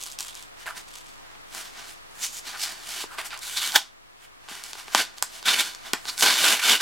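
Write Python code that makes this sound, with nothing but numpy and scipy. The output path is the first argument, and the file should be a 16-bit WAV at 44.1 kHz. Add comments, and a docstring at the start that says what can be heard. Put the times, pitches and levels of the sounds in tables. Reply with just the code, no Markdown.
"""A nail picks at the flap of a cardboard mailer, close by in a small bedroom, over soft camera hiss.
Fingers slide over the card, the nail drags along the fold and a corner tears off with a jerk.
Then the card buckles with a few sharp snaps, and the tear strip is pulled in long, grainy rips.
Strokes are many tiny random clicks coloured by the hollow card; ticks and snaps are single cracks
with a short ring of the panel. Room reflections and gain control are added on top."""
import sys
import numpy as np
from scipy import signal
from scipy.fft import rfft, irfft
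from scipy.io import wavfile
from scipy.ndimage import uniform_filter1d

SR = 44100
rng = np.random.default_rng(int(sys.argv[2]) if len(sys.argv) > 2 else 0)


def unload_wav(signal):
    """Save mono or channel-first audio to the path in sys.argv[1] as 16-bit WAV at rate SR, clipped to [-1, 1]."""
    wavfile.write(
        sys.argv[1],
        SR,
        np.round(np.clip(np.atleast_2d(signal).T, -1, 1) * 32767).astype(np.int16),
    )


N = 300665
HZ = np.fft.rfftfreq(4096, 1 / SR)  # frequency grid for the filters


def amp(db):
    """Turns decibels into a gain."""
    return 10 ** (np.asarray(db) / 20)


def evened(x):
    """Scales a signal to an average strength (rms) of 1."""
    return x / np.sqrt(np.mean(x ** 2) + 1e-20)


def read(points, hz):
    """Reads values between the rows of a table, along a logarithmic pitch scale."""
    f, value = np.transpose(points)
    return np.interp(np.log(hz + 1), np.log(f + 1), value)


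def add(mix, s, sound):
    """Mixes a sound in at time s, in seconds."""
    start = max(round(s * SR), 0)
    part = mix[..., start:][..., :sound.shape[-1]]
    part += sound[..., :part.shape[-1]]


def ring(db):
    """The click response of a filter with gain db on the grid HZ; it starts at once (minimum phase)."""
    log_gain = np.log(amp(np.maximum(db - db.max(), -100)))
    circle = np.concatenate([log_gain, log_gain[-2:0:-1]])
    response = np.exp(np.conj(signal.hilbert(circle)))
    return irfft(response[:len(HZ)])


def coloured(x, db):
    """Filters a signal to the tone colour db."""
    return signal.fftconvolve(x, ring(db))[:len(x)]


def hump(hz, centre_hz, steep_db):
    """A broad hump in dB that has fallen by steep_db one octave from its centre."""
    octaves = np.log2((hz + 1) / centre_hz)
    return -steep_db * (np.sqrt(1 + 3 * octaves ** 2) - 1)


def resonate(x, hz, width):
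    """A resonance of gain 1 whose pitch follows the curve hz."""
    turn = np.exp(2j * np.pi * np.cumsum(hz) / SR)
    r = np.exp(-np.pi * width / SR)
    # shift the moving pitch down to zero, smooth there, and shift back up
    return 2 * (turn * signal.lfilter([1 - r], [1, -r], x / turn)).real


# How wide the sound is at the two microphones: (f/Hz, side-minus-middle level/dB)
STEREO_WIDTH = [(150, -11.5), (500, -11.5), (1500, -15.5), (3000, -15.5), (6000, -11), (10000, -6),
                (15000, -4)]


def spread(mid, side):
    """Left and right: nearly alike in the middle of the range, wider in the treble."""
    size = len(side)
    width = amp(read(STEREO_WIDTH, np.fft.rfftfreq(size, 1 / SR)))
    side = irfft(rfft(side) * width, size)
    return np.array([mid + side, mid - side])


# How far a stroke's level moves in one rise or fall time [dB]
SWELL_DB = 21.5


def pressure(strokes, sag_octaves_per_s):
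    """Strokes swell, hold and die away, adding in power; the ring of the card patch sags meanwhile."""
    t = np.arange(0, N, 32) / SR
    s, rise, hold, fall, db, flex, fizz, hz, lift = np.transpose(strokes)[..., None]
    away = np.maximum(s - t, 0) / rise + np.maximum(t - s - hold, 0) / fall
    power = amp(db - SWELL_DB * away) ** 2 + 1e-20
    # one gain each for flexing panel, main band and fizz
    gains = [np.sqrt((power * amp(band) ** 2).sum(0)) for band in (flex, 0, fizz)]
    sagged = hz * 2 ** (-sag_octaves_per_s * np.clip(t - s, -rise, hold + fall))
    # the stronger stroke has more say in the patch's pitch and lift
    patch = [(curve * power).sum(0) / power.sum(0) for curve in (sagged, lift)]
    return [np.interp(np.arange(N) / SR, t, curve) for curve in (*gains, *patch)]


# Resonances of the hollow mailer: (f/Hz, width f/Hz, lift level/dB, scaled by each kind of stroke)
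HOLLOW_RESONANCES = [(259, 51, 1.5), (880, 57, -2.5), (998, 48, 4), (1494, 120, 8), (2272, 69, 6.5),
                     (2520, 53, -1), (2974, 116, 6.5), (3560, 150, 5.5), (4420, 360, 3), (7500, 460, 1.5)]


def friction(strokes, colour, split_hz, per_s, spread_db, clump_db, clump_s, hollow, bed_db,
             patch_width_hz=800, wander_octaves=0.069, sag_octaves_per_s=.4):
    """Fibres catch and break in clumps; each break is a click that sounds through the mailer."""
    chance, size = rng.random(N), rng.exponential(1, N)
    sign, bearing, clumps, fine = rng.standard_normal((4, N))
    fade = np.exp(-np.arange(SR // 10) / (clump_s * SR))
    clumps = evened(signal.fftconvolve(clumps, fade)[:N])

    clicks = (chance < per_s / SR) * np.sign(sign) * amp(spread_db * np.minimum(size, 4))
    # a bed of fine noise fills the gaps between clicks
    breaks = evened(clicks) + amp(bed_db) * fine
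    breaks = breaks * amp(clump_db * np.clip(clumps, -2, 2))
    # each break lies in a slightly different direction
    breaks = np.array([breaks, breaks * bearing])

    *gains, patch_hz, patch_db = pressure(strokes, sag_octaves_per_s)
    # the patch changes size a little from one clump to the next
    wander = uniform_filter1d(rng.standard_normal(N), size=700)
    wander = evened(uniform_filter1d(wander, size=400))
    patch_hz = patch_hz * 2 ** (wander_octaves * np.clip(wander, -2, 2))
    breaks = breaks + (amp(patch_db) - 1) * resonate(breaks, patch_hz, patch_width_hz)

    lift_db = sum(db / (1 + (2 * (HZ - hz) / width) ** 2) for hz, width, db in HOLLOW_RESONANCES)
    tone_db = read(colour, HZ) + hollow * lift_db
    pair = spread(*(coloured(part, tone_db) for part in breaks))

    # split into flexing panel, main band and fizz, even each one out, then apply its gain
    filters = [signal.butter(4, hz, fs=SR, output="sos") for hz in split_hz]
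    low, upto = (signal.sosfiltfilt(sos, pair, padtype="even") for sos in filters)
    bands = (low, upto - low, pair - upto)
    return sum(gain * part / part.mean(0).std() for gain, part in zip(gains, bands))


def crack(centre_hz, steep_db):
    """One dry click of peak 1, with its energy heaped around centre_hz."""
    click = ring(hump(HZ, centre_hz, steep_db))
    return click / abs(click).max()


def splinter(click, after_db, after_s):
    """Neighbouring fibres give way just after the first, a little differently for each microphone."""
    t = np.arange(SR // 100) / SR
    shared, left, right = rng.standard_normal((3, len(t))) * np.exp(-t / after_s)
    train = shared + .5 * np.array([left, right])
    train *= amp(after_db) / np.linalg.norm(train[0])
    train[:, 0] = 1  # the first break itself
    return signal.fftconvolve(click[None], train, axes=1)


# Ways the panel rings: (f/Hz, level/dB before scaling to peak 1, time to fall 60 dB t/s)
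PANEL_MODES = [(185, -13, 0.044), (264, 1.5, 0.038), (361, 2.5, 0.023), (443, -1.5, 0.019),
               (740, -7.5, 0.011), (892, -5, 0.027), (1030, 1.5, 0.013), (1152, 0.5, 0.013),
               (1472, 1.5, 0.026), (2300, -12, 0.0157)]


def knock(centre_hz, steep_db=11, cut_share=.58):
    """The panel rings briefly; the larger the patch that moves, the lower the modes it drives."""
    t = np.arange(SR // 8) / SR
    modes = np.zeros(len(t))
    for hz, db, t60 in PANEL_MODES:
        decay = np.exp(-np.log(1000) * t / t60)
        modes += amp(db + hump(hz, centre_hz, steep_db)) * decay * np.sin(2 * np.pi * hz * t)
    # a patch radiates almost nothing far below its own pitch
    high_pass = signal.butter(3, cut_share * centre_hz, "high", fs=SR, output="sos")
    modes = signal.sosfilt(high_pass, modes)
    return modes / abs(modes).max()


# Faint throb and hum, opposite in the two channels: (f/Hz, left rms level/dB, right rms level/dB)
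THROB_AND_HUM = [(18.3, -55.5, -90), (123, -66, -72.5)]
# Colour of the hiss both channels share: (f/Hz, relative level/dB)
HISS_SHARED = [(35, -38), (60, -3), (193, -10.5), (732, -5), (1250, -1), (1440, -5.5), (1620, -5),
               (3120, -10), (3420, -10), (7060, -17), (7750, -16), (8320, -17), (16000, -25)]
# Colour of the hiss that is opposite in the two channels: (f/Hz, relative level/dB)
HISS_OPPOSITE = [(35, -32), (60, 4), (160, -10), (256, -3), (636, -5), (715, 3), (767, -7), (968, -1.5),
                 (1280, -6), (1410, -4.5), (3580, -12), (4030, -13.5), (5460, -16), (11800, -26),
                 (16000, -36)]
# Reference level of the hiss, before the shared and opposite trims [dB]
HISS_LEVEL_DB = -51.5


def camera_noise(shared_db=-2.5, apart_db=5):
    """Steady hiss is filtered noise, mostly opposite left and right; throb and hum are plain sines."""
    mid = amp(shared_db) * evened(coloured(rng.standard_normal(N), read(HISS_SHARED, HZ)))
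    side = amp(apart_db) * evened(coloured(rng.standard_normal(N), read(HISS_OPPOSITE, HZ)))
    noise = amp(HISS_LEVEL_DB) * np.array([mid + side, mid - side])
    for hz, left, right in THROB_AND_HUM:
        tone = np.sqrt(2) * np.sin(2 * np.pi * hz * np.arange(N) / SR)
        noise += np.outer([amp(left), -amp(right)], tone)
    return noise


# A nail picks at the edge of the flap. All stroke tables have these columns:
# (full pressure from t/s, rise t/s, hold t/s, fall t/s, level/dB before the function's trim,
#  panel flexing level/dB re stroke, fibre fizz level/dB re stroke,
#  ring of the card patch at the contact f/Hz, lift of that ring level/dB)
PICK_STROKES = [(0.035, 0.15, 0.0072, 0.055, -40, -15, -1, 6000, 2),
                (0.063, 0.012, 0.0081, 0.15, -39.5, -11, -1, 6000, .5),
                (0.19, 0.0089, 0.028, 0.084, -37.5, -6, -1, 4800, -7),
                (0.28, 0.045, .15, 0.062, -47, -7.5, -2, 3800, 3.5),
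                (0.885, 0.062, 0.079, 0.53, -47.5, -8, -4.5, 3970, -3.5)]
# Tone colour of picking: (f/Hz, relative level/dB)
PICK_TONE = [(88, -62), (150, -24), (376, -22), (545, -37), (589, -27), (821, -4), (888, -20), (960, -3),
             (1660, -9.5), (3490, 0), (5250, -5.5), (8400, -1), (16000, -16)]
FINGER_SPLIT_HZ = (2200, 7000)  # where flexing, main band and fizz part


def picking():
    """The nail catches few fibres at a time, so the clicks come as sparse crackle."""
    return amp(-3.0) * friction(
        PICK_STROKES, PICK_TONE, FINGER_SPLIT_HZ, per_s=600, spread_db=2.0,
        clump_db=5.0, clump_s=0.0029, hollow=0.37, bed_db=-4.5)


# The clearer ticks of nail and fibre:
# (t/s, first crack level/dB, centre f/Hz, knock on the panel level/dB re crack)
TICK_EVENTS = [(0.0269, -23, 5970, -23), (0.0367, -25, 6500, -22), (0.037, -15, 6460, -29),
               (0.064, -17.5, 5960, -20.5), (.1165, -22.5, 6000, -24), (.123, -22.5, 6000, -30),
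               (0.1886, -12.5, 4850, -29), (0.199, -19, 5500, -32), (0.2066, -10.5, 5700, -22),
               (.2278, -21, 5500, -31), (0.2414, -25, 5500, -29), (0.2831, -19, 5600, -28),
               (0.3527, -21.5, 5900, -23), (.426, -25, 6550, -29), (.6595, -27, 1800, -3),
               (0.9554, -22, 5470, -27.5), (0.986, -27, 6960, -28), (1.353, -35.5, 2180, -0.5),
               (1.549, -18, 6740, -16), (2.891, -18, 5940, -26), (3.1847, -20.5, 2200, -1.5),
               (3.306, -26, 3470, -21), (3.3757, -23, 6000, -33), (3.3915, -22.5, 6000, -24),
               (3.5732, -9.5, 4170, -24), (3.6752, -10.5, 4500, -20), (3.721, -12.5, 4500, -30),
               (4.487, -19.5, 3020, -8.5), (4.6384, -13.5, 5630, -28), (4.7326, -14, 4260, -15.5),
               (4.7537, -25.5, 2560, -2.5), (4.8817, -21.5, 2170, -5.5), (5.1834, -19, 4500, -22.5),
               (5.4278, -20.5, 4430, -11), (5.749, -20.5, 5270, -18), (6.0546, -20.5, 3000, -7.5),
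               (6.179, -13, 4860, -25), (6.2095, -5, 4470, -34), (6.2405, -4, 3500, -8),
               (6.311, -12, 5000, -11), (6.3713, -7.5, 3600, -13), (6.4874, -3, 4000, -16),
               (6.677, -7, 3500, -26)]


def ticks():
    """Each tick is a small crack with splinters and a knock on the panel."""
    out = np.zeros((2, N))
    for s, db, hz, knock_db in TICK_EVENTS:
        add(out, s, amp(db) * splinter(crack(hz, steep_db=10.5), after_db=-5.5, after_s=0.0014))
        add(out, s, amp(db + knock_db) * knock(880, steep_db=2))
    return out


# How fast the bedroom's tail dies: (f/Hz, time to fall 60 dB t/s)
ROOM_DECAY = [(150, 0.08), (500, 0.1053), (1500, 0.1164), (4000, 0.2355), (8000, 0.21), (16000, 0.1)]
# First reflections: (delay t/s, level/dB)
FIRST_ECHOES = [(.005, -16.5), (.0091, -27), (0.0157, -35), (0.018, -22.5)]


def bedroom(x, wet_db=-12):
    """A few near reflections, and a short noise-like tail that the bedding soaks up."""
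    noise = spread(*rng.standard_normal((2, SR // 2)))
    hz, t, z = signal.stft(noise, SR, nperseg=256)
    decay = np.exp(-np.log(1000) * t / read(ROOM_DECAY, hz)[:, None])
    z = z * decay * np.minimum(t / 0.009, 1)  # the tail builds up over 9 ms
    tail = signal.istft(z, SR, nperseg=256)[1]
    tail *= amp(wet_db) / np.linalg.norm(tail[0])
    for s, db in FIRST_ECHOES:
        add(tail, s, amp([db]))
    return signal.fftconvolve(x.mean(0)[None], tail, axes=1)[:, :N]


# Skin and loose card slide over the mailer: stroke columns as in PICK_STROKES
# (t/s, rise t/s, hold t/s, fall t/s, level/dB, flex level/dB, fizz level/dB, ring f/Hz, lift level/dB)
RUB_STROKES = [(0.605, 0.057, 0.026, 0.047, -47, -5, -4.5, 1980, 4.8),
               (0.772, 0.03, 0.007, 0.056, -38, -1, -2.5, 4020, 0.59),
               (1.22, 0.23, 0.12, .2, -64.5, 9, -17, 1500, 0.92),
               (1.555, 0.071, 0.048, 0.16, -39, -2.5, -2, 3000, 1.5),
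               (1.66, 0.036, 0.0057, 0.093, -41.5, -7, -16, 3000, 1),
               (1.78, 0.085, .01, 0.22, -41, -2.5, -9, 3000, 1),
               (1.895, 0.11, 0.01, 0.073, -42.5, -4, -2.5, 4500, 1.1),
               (2.2, 0.11, 0.018, 0.068, -45.5, 0.5, 0.5, 6470, 1.5),
               (2.238, 0.043, 0.0091, 0.059, -27, -13, -2.5, 6500, 7),
               (2.335, 0.035, 0.05, 0.042, -40, -10.5, -0.5, 6700, 6.5),
               (2.468, 0.046, 0.022, 0.14, -36, -4.5, -6.5, 4100, 3),
               (2.636, 0.081, 0.0054, 0.054, -28.5, -11.5, -2, 4700, 7.5),
               (2.67, 0.18, 0.01, 0.25, -38, -1, -4, 4800, 3),
               (2.905, 0.13, .125, .045, -34.5, -6.5, -4, 3000, 3.3),
               (3.255, 0.02, 0.01, .04, -38, -3.5, 1.5, 2500, 3.6),
               (3.81, 0.018, .005, 0.091, -39.5, 3, -11, 3500, .5),
               (4.228, 0.076, 0.025, 0.049, -56, 2, 3, 3010, 12.7),
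               (4.45, 0.095, .03, .03, -51, 1, -8, 3000, 1),
               (4.495, .018, 0.079, 0.16, -37.5, -1.5, -4, 2960, 3.5),
               (4.64, 0.016, 0.049, 0.15, -40.5, -6.5, -3, 3000, 1.3),
               (4.785, 0.063, 0.011, 0.075, -37, -3, -4.5, 3100, 1.6),
               (4.93, 0.16, .005, 0.035, -39, -1.5, -4.5, 3200, 1),
               (5.05, .02, 0.0044, 0.21, -44.5, 1, -11, 3200, 1),
               (5.178, .04, 0.0073, 0.035, -45, -3, -4, 4400, 4),
               (5.235, 0.016, 0.0072, 0.043, -43.5, 6, -6, 3100, 1),
               (5.36, 0.12, .005, 0.12, -39.5, -5.5, -4.5, 3140, 1.7),
               (5.874, 0.1, 0.0034, 0.091, -41, -0.5, -6, 3600, 5),
               (5.943, 0.013, 0.0068, 0.044, -42, 13, -13, 2000, 2.1),
               (6.089, 0.031, 0.0091, 0.012, -30.5, -5.5, -5.5, 4150, 11.3),
               (6.11, 0.29, 0.029, .1, -47.5, 2.5, 3, 4400, 2.4)]
# Tone colour of sliding: (f/Hz, relative level/dB)
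RUB_TONE = [(71, -49), (120, -20), (144, -19), (188, -16), (418, -11.5), (557, -27), (656, -5), (1320, -5),
            (1490, -3.5), (2480, -2.5), (2990, -1), (5300, -0.5), (9400, -6.5), (15000, -16),
            (16000, -18.5)]


def sliding():
    """Skin catches so many fibres a second that the clicks blur into a fine hiss."""
    return amp(-2.5) * friction(
        RUB_STROKES, RUB_TONE, FINGER_SPLIT_HZ, per_s=5000, spread_db=2.5,
        clump_db=1.5, clump_s=0.0041, hollow=0.52, bed_db=-4.5, patch_width_hz=790)


# A nail drags along the fold: stroke columns as in PICK_STROKES
# (t/s, rise t/s, hold t/s, fall t/s, level/dB, flex level/dB, fizz level/dB, ring f/Hz, lift level/dB)
SCRAPE_STROKES = [(0.665, 0.01, 0.01, 0.083, -40, 7.5, -2, 1770, 7),
                  (2.542, .03, 0.012, 0.063, -47, 7.5, -6, 1640, 7.2),
                  (3.132, 0.082, 0.018, .035, -49, 7, 0, 1190, 8.2),
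                  (3.188, 0.018, 0.0066, 0.073, -33.5, 3.5, -5.5, 2020, 2),
                  (3.308, 0.015, .004, .05, -39.5, -3, -15, 2400, 5),
                  (3.33, 0.022, 0.01, 0.071, -38, -1, -11, 1340, 8.6)]
# Tone colour of scraping: (f/Hz, relative level/dB)
SCRAPE_TONE = [(88, -74), (150, -42), (398, -14.5), (534, -19), (601, -8.5), (837, -2.5), (1100, -3),
               (1500, -2), (2100, -6.5), (2600, -7), (4320, -13), (4950, -12), (5360, -19), (11300, -30.5),
               (16000, -39)]


def scraping():
    """The dragging nail gives a hollow rasp: a narrow ring that sags quickly in pitch."""
    return amp(-1.0) * friction(
        SCRAPE_STROKES, SCRAPE_TONE, FINGER_SPLIT_HZ, per_s=1500, spread_db=2.5,
        clump_db=1.5, clump_s=0.0025, hollow=.3, bed_db=-1.5, patch_width_hz=260, sag_octaves_per_s=7)


# The card buckles or lets go:
# (t/s, first crack level/dB, crack centre f/Hz, knock peak level/dB, knock centre f/Hz)
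SNAP_EVENTS = [(3.0403, -36, 2520, -24, 620), (4.514, -34, 2480, -36, 241), (4.9485, 3.5, 4100, -0.5, 990),
               (4.95, -1.5, 3240, -23, 1030), (4.9503, -28, 2000, -23, 340),
               (5.2254, 2.5, 5600, -12.5, 1120), (5.9339, -1, 5030, -22, 374),
               (5.9362, -8.5, 2140, -16, 1560), (6.2237, -1.5, 4400, -13, 910),
               (6.2271, -2, 4150, -26, 375)]


def snaps():
    """Each snap is a crack with splinters and a knock whose pitch is its own."""
    out = np.zeros((2, N))
    for s, db, hz, knock_db, knock_hz in SNAP_EVENTS:
        add(out, s, amp(db) * splinter(crack(hz, steep_db=9), after_db=-5.0, after_s=0.0013))
        add(out, s, amp(knock_db) * knock(knock_hz))
    return out


# The card tears, tug by tug; the last tugs run together as the strip is pulled:
# (t/s, rise t/s, hold t/s, fall t/s, level/dB, flex level/dB, fizz level/dB, ring f/Hz, lift level/dB)
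TEAR_STROKES = [(3.425, 0.024, 0.14, .05, -41.5, -27, 1, 4200, 6.5),
                (3.572, 0.024, 0.0073, 0.052, -30, -24, -2.5, 3750, 11),
                (3.617, 0.028, 0.014, 0.079, -30.5, -27, -3, 3740, 7.5),
                (3.665, 0.054, 0.011, 0.14, -34.5, -21, -1.5, 3720, 6),
                (4.933, 0.015, 0.022, 0.012, -36.5, -20, -4, 3200, -1),
                (4.954, .004, 0.062, 0.041, -21, -17, -8, 3200, 0.5),
                (5.458, .011, 0.084, 0.083, -23.5, -19, -7.5, 3020, 3.5),
                (5.487, 0.032, 0.0059, 0.031, -17, -25, -10.5, 3100, 7),
                (5.598, 0.06, 0.0089, 0.048, -21, -22, -5.5, 3300, 5.5),
                (5.645, .03, 0.015, 0.14, -34, -20, -7, 5530, 3),
                (6.195, 0.028, .025, .02, -31.5, -21, 2.5, 4580, 4),
                (6.226, 0.0037, 0.013, 0.069, -15.5, -12.5, -5, 4500, 0),
                (6.263, .03, 0.027, 0.11, -15, -20, -9, 4430, 3.5),
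                (6.32, 0.055, 0.088, 0.091, -23.5, -21, -5, 3670, 3.5),
                (6.44, 0.14, 0.09, 0.089, -18, -16.5, -5, 2970, 5.5),
                (6.592, .02, 0.012, 0.037, -31, -34, -6, 1520, 11.5),
                (6.636, 0.034, 0.065, .05, -21, -22, -6, 3000, 5.5),
                (6.69, 0.053, 0.053, 0.054, -17.5, -17, -5.5, 3140, 7.5),
                (6.81, 0.015, .01, .02, -15, -22, -11, 3020, 1)]
# Tone colour of tearing: (f/Hz, relative level/dB)
TEAR_TONE = [(59, -65.5), (100, -38), (255, -19.5), (558, -20), (854, -5.5), (1330, -5), (1480, -0.5),
             (1760, -4.5), (2270, -2.5), (2690, -4), (3620, -2.5), (4980, -5), (7450, -9.5), (11900, -14.5),
             (16000, -24)]
TEAR_SPLIT_HZ = (700, 6000)  # where flexing, main band and fizz part


def tearing():
    """Thousands of fibres break each second and drive the hollow mailer hard."""
    return amp(1.0) * friction(
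        TEAR_STROKES, TEAR_TONE, TEAR_SPLIT_HZ, per_s=4200, spread_db=2.5,
        clump_db=1.55, clump_s=0.0024, hollow=0.91, bed_db=-3.5, patch_width_hz=570,
        wander_octaves=.16, sag_octaves_per_s=1.6)


# The corner comes away: one jerk, and the last fibres trailing after it:
# (t/s, rise t/s, hold t/s, fall t/s, level/dB, flex level/dB, fizz level/dB, ring f/Hz, lift level/dB)
JERK_STROKES = [(3.761, 0.011, 0.0036, .012, -9.5, -17, -6.5, 3500, 2),
                (3.767, 0.045, .003, 0.041, -20.5, -20, -3.5, 760, 3.6)]
# Tone colour of the jerk: (f/Hz, relative level/dB)
JERK_TONE = [(71, -57), (150, -34), (370, -16), (535, -26), (720, -6), (850, 1.5), (1210, -10), (1480, -1),
             (2300, -10), (3450, -3.5), (4800, -7), (12800, -18), (16000, -20)]


def corner_jerk():
    """A dense burst of breaking fibres, far shorter than a rip."""
    return amp(1.5) * friction(
        JERK_STROKES, JERK_TONE, TEAR_SPLIT_HZ, per_s=6000, spread_db=2.5,
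        clump_db=1.5, clump_s=0.0035, hollow=0.51, bed_db=-0.5)


def scene():
    """The mailer is held a little right of centre, in the bedroom, over the camera noise."""
    card = picking() + ticks() + sliding() + scraping() + snaps() + tearing() + corner_jerk()
    placed = card * amp([[-.45], [.45]])  # left, right
    return placed + bedroom(card) + camera_noise()


def record(dry, threshold_db=-19, squeeze=0.61, held_fall_db_per_s=6):
    """Gain control turns loud moments down and recovers slowly; peaks clip; the top treble is cut."""
    keep = np.exp(-1 / (0.016 * SR))  # power is averaged over about 16 ms
    power = signal.lfilter([1 - keep], [1, -keep], (dry ** 2).mean(0))
    power_db = 10 * np.log10(power + 1e-12)
    # hold the loudest level so far, letting the held level fall steadily
    fallen = np.arange(N) / SR * held_fall_db_per_s
    held_db = np.maximum.accumulate(power_db + fallen) - fallen
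    over_db = np.maximum(held_db - threshold_db, 0)
    ducked = np.clip(dry * amp(-squeeze * over_db), -1, 1)
    low_pass = signal.firwin(511, 16100, window=("kaiser", 9), fs=SR)  # cut above 16.1 kHz
    return signal.oaconvolve(ducked, low_pass[None], "same", axes=1)


dry = scene()
out = record(dry)
unload_wav(out)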